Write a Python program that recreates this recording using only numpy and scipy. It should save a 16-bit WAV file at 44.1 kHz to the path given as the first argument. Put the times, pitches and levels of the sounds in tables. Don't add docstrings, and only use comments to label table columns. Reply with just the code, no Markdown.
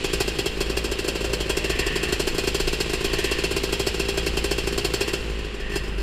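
import sys
import numpy as np
from scipy import signal
from scipy.fft import rfft, irfft, next_fast_len
from scipy.io import wavfile
from scipy.ndimage import map_coordinates

SR = 44100
rng = np.random.default_rng(int(sys.argv[2]) if len(sys.argv) > 2 else 0)


def unload_audio(sound):
    columns = np.transpose(np.atleast_2d(sound))
    steps = np.round(np.clip(columns, -1, 1) * 32767)
    wavfile.write(sys.argv[1], SR, steps.astype(np.int16))


N = 265482

# (time [s], speed [turns a second])
CRANK_SPEED = [(0, 56), (.5, 54.5), (3.2, 54.6), (3.5, 55.9), (4.5, 56.6), (5.2, 56.2), (5.35, 54),
               (5.5, 51.8), (5.75, 50.6), (6.02, 47.7)]
# (time [s], relative level [dB])
THROB_LEVEL = [(0.0, -47), (0.17, -29), (0.47, -37), (0.75, -31), (0.97, -35.5), (1.0, -38), (1.27, -32),
               (2.36, -35.5), (2.48, -32), (3.3, -34.5), (4.36, -30), (5.13, -34.5), (5.28, -28.5),
               (5.63, -35.5), (5.94, -29), (6.02, -25)]
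# (frequency [Hz], relative level [dB])
AIRBOX_RESPONSE = [(100, -54), (170, -48), (220, -49), (280, -61.5), (335, -58), (372, -59), (395, -45.5),
                   (440, -47.5), (505, -44), (570, -60), (720, -74), (790, -54), (900, -71)]
# (frequency [Hz], width [Hz], gain [dB])
SILENCER_MODES = [(131, 67, 25), (157, 30, 31), (306, 82, 15), (406, 56, 31), (499, 113, 31),
                  (511, 135, 28), (790, 36, 11), (952, 30, 3), (1108, 76, 12), (1047, 47, 18),
                  (1585, 65, 9)]
# (time [s], relative level [dB])
CLATTER_LEVEL = [(0.0, -37), (0.65, -42.5), (3.39, -37.5), (4.06, -39.5), (5.0, -41), (5.33, -43.5),
                 (6.02, -50)]
# (frequency [Hz], relative level [dB])
CLATTER_SPECTRUM = [(500, -6), (1200, -7), (2200, 0.5), (2750, 7), (3600, -0.5), (4500, -1), (6300, -12.5),
                    (7500, -8.5), (8300, -16.5), (11000, -22), (15500, -63)]
CHAIN_SPECTRUM = [(500, -11.5), (750, -12), (1100, 0.5), (1300, -14.5), (1850, 7), (2200, -1), (2700, 9),
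                  (3500, -5.5), (5000, -35.5), (10000, -42)]
TYRE_SPECTRUM = [(30, 10.5), (85, 4), (150, 1.5), (260, 0.5), (380, -7.5), (500, -8), (700, -15),
                 (1500, -11.5), (4000, -60)]
GAS_SPECTRUM = [(200, -20), (450, -6.5), (680, 5), (1050, -1), (2000, 0.5), (2800, 1.5), (3700, -0.5),
                (4500, 4.5), (6500, -6.5), (7500, 2.5), (8200, -5), (9200, -4), (11000, -12.5),
                (12500, -10.5), (15500, -18)]
# (time [s], half width [s], chain level [dB], disc level [dB])
RUBS = [(1.87, 0.29, -32, -37.5), (3.24, 0.21, -33, -40.5), (5.07, 0.076, -39, -42),
        (5.71, 0.12, -43, -40.5)]
# (time [s], level [dB])
BUMPS = [(.12, -44), (.56, -35.5), (2.32, -33), (2.672, -26), (3.129, -32), (4.63, -40), (5.641, -34)]
# (time [s], strength
# [dB])
POPS = [(0.0436, -.3), (0.1339, 0.4), (0.2047, 2), (0.279, -1.7), (0.3889, -.5), (.4603, -0.3), (.607, 0.5),
        (0.6983, -3.5), (0.7712, 0.1), (0.8438, -1.5), (0.9169, -2.1), (0.99, -2.3), (1.0454, -5),
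        (1.0816, -.4), (1.1538, -4), (1.2081, -5), (1.2442, -2.5), (1.3327, -0.3), (1.4052, -2.5),
        (1.4971, 1), (1.5709, -0.1), (1.644, -2.1), (1.699, -.8), (1.792, 0.5), (1.8649, -1.6),
        (1.9587, -0.8), (2.0317, -0.4), (2.087, -6), (2.125, 0.8), (2.1987, 1), (2.273, 0.5),
        (2.3461, -5.5), (2.383, 0), (2.4375, -5), (2.4738, 0.7), (2.5472, 0.5), (2.6009, 0), (2.675, -0.5),
        (2.7302, -1.3), (2.8042, 1.2), (2.8964, -4.5), (2.9347, -0.5), (3.008, -5.5), (3.0447, 0.1),
        (3.1334, -1.1), (3.1877, -0.7), (3.243, 0.8), (3.3145, 0), (3.3867, -4), (3.4394, 0.3),
        (3.5113, -2), (3.565, -0.1), (3.6366, -.5), (3.727, 0.4), (3.7977, 0.2), (3.869, 1.2), (3.9433, -5),
        (3.9977, -.2), (4.087, -.5), (4.1759, -.3), (4.2653, 0.1), (4.3716, -0.5), (4.4429, -0.3),
        (4.5127, 0.5), (4.5827, -1.9), (4.6729, -1), (4.7259, -5), (4.779, 0.2), (4.8479, 0.7),
        (4.9385, .5), (5.0097, 0.7), (5.0794, -2.5), (5.1347, -1.2), (5.758, -2.3)]
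# (frequency [Hz], width [Hz], gain [dB])
CHAMBER_MODES = [(1600, 33, -9.5), (1936, 31, -11), (2486, 31, -6), (2569, 42, -8.5), (2708, 35, -1),
                 (2827, 76, -12.5), (3050, 25, -5.5), (3279, 22.3, -1.5), (3780, 21, -12), (4160, 47, -9),
                 (4398, 36, -5.5), (4600, 18, -21.5), (4760, 35, -10.5), (5030, 80, -12.5), (5105, 43, -8),
                 (5550, 41, -12), (6210, 150, -19.5), (7475, 69, -15), (7525, 59, -13.5), (9070, 260, -25)]
# (frequency [Hz], time to fade by 60 dB [s])
HALL_DECAY = [(100, 0.98), (1000, 1.7), (4000, 0.93), (14000, 1)]

SHUT_S, COAST_FADE_S, COAST_DB = 5.2, .5, -3.5
PIPE_LAG_TURNS = .225
HALF_BURN_DB, STRAY_BURN_DB, STRAY_CHANCE = -11.5, -12.5, .25
CRACK_GROWTH = 1.27
TOP_HZ = 15400


def amp(db):
    return 10 ** (np.asarray(db) / 20)


def unit(x):
    return x / np.sqrt(np.mean(x ** 2) + 1e-20)


def along(points, hz):
    frequencies, values = np.transpose(points)
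    return np.interp(np.log(hz + 1), np.log(frequencies + 1), values)


def curve(points):
    return np.interp(np.arange(N) / SR, *np.transpose(points))


def wobble(rate):
    return map_coordinates(rng.standard_normal(int(N * rate / SR) + 4), [np.arange(N) * rate / SR])


def swell(time, half_width, db):
    return amp(db) * np.exp(-((np.arange(N) / SR - time) / half_width) ** 2)


def filtered(x, response):
    size = next_fast_len(N + SR // 2)
    return irfft(rfft(x, size) * response(np.fft.rfftfreq(size, 1 / SR)), size)[:N]


def resonate(x, modes):
    return filtered(x, lambda f: sum(
        (-1) ** k * amp(db) * 1j * f * width / (hz * hz - f * f + 1j * f * width)
        for k, (hz, width, db) in enumerate(modes)))


def noise(spectrum):
    return unit(filtered(rng.standard_normal(N), lambda hz: amp(along(spectrum, hz))))


def kicks(times, sizes):
    return np.bincount(np.clip(np.round(times * SR).astype(int), 0, N - 1), sizes, N)


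def bursts(times, db, rise, decay):
    t = np.arange(SR // 4) / SR
    shape = (1 - np.exp(-t / rise)) * np.exp(-t / decay)
    return signal.fftconvolve(kicks(times, amp(db)), shape / shape.max())[:N]


def crank_turns():
    pop_times = np.transpose(POPS)[0]
    free_turns = np.cumsum(curve(CRANK_SPEED)) / SR
    at_pop = np.interp(pop_times, free_turns_time := np.arange(N) / SR, free_turns)
    whole = np.cumsum(np.round(np.diff(at_pop, prepend=at_pop[0])))
    return free_turns + np.interp(free_turns_time, pop_times, whole - at_pop)


def turn_times(turns):
    return np.flatnonzero(np.diff(np.floor(turns)) > 0) / SR


def piston_pumping(turns):
    speed = curve(CRANK_SPEED)
    throb = amp(curve(THROB_LEVEL) + 0.5) * np.cos(2 * np.pi * (turns - .32))
    strokes = turn_times(turns)
    thumps = tailpipe(strokes, -18.5 + rng.standard_normal(len(strokes)))
    overtones = np.zeros(N)
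    for k in range(2, 17):
        level_db = along(AIRBOX_RESPONSE, k * speed) + 1.22 * wobble(27)
        overtones += amp(level_db) * np.cos(2 * np.pi * k * (turns - PIPE_LAG_TURNS) + 0.55 * wobble(22))
    port_open = np.exp(-(turns % 1) / 0.41)
    puffs = amp(-56.5) * unit(resonate(port_open * rng.standard_normal(N), SILENCER_MODES))
    flow = amp(COAST_DB * np.clip((np.arange(N) / SR - SHUT_S) / COAST_FADE_S, 0, 1))
    return np.sqrt(2) * throb + flow * (thumps + np.sqrt(2) * overtones + puffs)


def tailpipe(times, db):
    floor_lag_s = .00327
    pulses = kicks(times, amp(db)) + 0.68 * kicks(times + floor_lag_s, amp(db))
    thump = resonate(pulses, SILENCER_MODES)
    return thump - resonate(thump, [(680, 140, -3.5)])


def engine_clatter(turns):
    slaps = turn_times(turns)
    slap_db = 5 * np.clip(rng.standard_normal(len(slaps)), -2, 1.6)
    slapping = unit(bursts(slaps, slap_db, rise=0.0013, decay=0.0053))
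    return amp(curve(CLATTER_LEVEL) + 3) * unit((6.6 + .9 * slapping) * noise(CLATTER_SPECTRUM))


def chain():
    rasp = sum(swell(time, half_width, db) for time, half_width, db, _ in RUBS)
    rattle = unit(amp(0.69 * wobble(160)) * noise(CHAIN_SPECTRUM))
    return np.hypot(amp(-41.5), rasp) * rattle


def rolling():
    shudder_hz = 26
    shudder = np.sqrt(2) * np.sin(2 * np.pi * shudder_hz * np.arange(N) / SR + 0.77 * wobble(22))
    jolts = sum(swell(time, half_width=0.073, db=db) for time, db in BUMPS)
    shaking = amp(-46 + 1.2 * wobble(9)) + jolts
    tyres = amp(-34.5 + 1.3 * wobble(4.8)) * noise(TYRE_SPECTRUM)
    return tyres + shaking * shudder


def firings(turns):
    t = np.arange(N) / SR
    pop_times, pop_db = np.transpose(POPS)
    pop_turn = np.round(np.interp(pop_times, t, turns))
    late = np.diff(pop_turn, prepend=pop_turn[0]) >= 5
    half_burns = np.interp(pop_turn[late] - 2, turns, t)
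    half_burn_db = HALF_BURN_DB + 0.34 * rng.standard_normal(len(half_burns))
    strokes = turn_times(turns)
    strays = strokes[(rng.random(len(strokes)) < STRAY_CHANCE) & (strokes > SHUT_S)]
    stray_db = np.full(len(strays), STRAY_BURN_DB)
    return np.r_[pop_times, half_burns, strays], np.r_[pop_db, half_burn_db, stray_db]


def exhaust_pops(turns):
    times, strength_db = firings(turns)
    crack_db = CRACK_GROWTH * strength_db
    port_opens = times - .0042
    thump = tailpipe(times, strength_db - 2.0)
    shock = kicks(times - .002, amp(crack_db - 0.5))
    swirl = amp(-5.5) * bursts(port_opens, crack_db, rise=0.0016, decay=0.021) * rng.standard_normal(N)
    ring = resonate(shock + swirl, CHAMBER_MODES)
    eddies = rng.standard_normal(N)
    spikes = eddies * np.abs(eddies)
    crackle = unit(filtered(spikes, lambda hz: amp(along(GAS_SPECTRUM, hz)) * hz / (hz + 5000)))
    jet = amp(-31) * bursts(port_opens, 1.45 * crack_db, rise=0.0044, decay=0.012) * crackle
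    spurt = amp(-28.0) * bursts(port_opens, crack_db, rise=0.0051, decay=0.0096) * noise(GAS_SPECTRUM)
    return thump + ring + jet + pipe_echoes(spurt, decay=0.009)


def pipe_echoes(x, decay):
    t = np.arange(SR // 6) / SR
    tail = rng.standard_normal(len(t)) * np.exp(-t / decay)
    return signal.fftconvolve(x, tail / np.linalg.norm(tail))[:N]


def hall_echo(x):
    hz, t, spectrum = signal.stft(rng.standard_normal(3 * SR // 2), SR, nperseg=256)
    fade = amp(-60 * t / along(HALL_DECAY, hz)[:, None])
    build_up = 1 - np.exp(-t / 0.061)
    tail = signal.istft(spectrum * fade * build_up, SR, nperseg=256)[1]
    return signal.fftconvolve(x, tail / np.linalg.norm(tail))[:N]


def far_quad():
    drone = unit(resonate(rng.standard_normal(N), [(498, 27, 3.5), (587, 82, 1)]))
    whine = unit(resonate(rng.standard_normal(N), [(1072, 59, 0)]))
    return swell(1.21, half_width=0.66, db=-40.5) * drone + swell(3.1, half_width=0.26, db=-47) * whine


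def brake_disc():
    rubbing = sum(swell(time, half_width, db) for time, half_width, _, db in RUBS)
    return rubbing * unit(resonate(rng.standard_normal(N), [(1782, 26, -0.17), (1915, 19, -1.8)]))


def scene():
    turns = crank_turns()
    pops = exhaust_pops(turns)
    engine = pops + amp(-11.5) * hall_echo(pops) + piston_pumping(turns) + engine_clatter(turns)
    return (engine + chain() + brake_disc() + rolling() + far_quad())[None]


def record(dry):
    return filtered(dry[0], lambda hz: hz < TOP_HZ)[None]


dry = scene()
out = record(dry)
unload_audio(out)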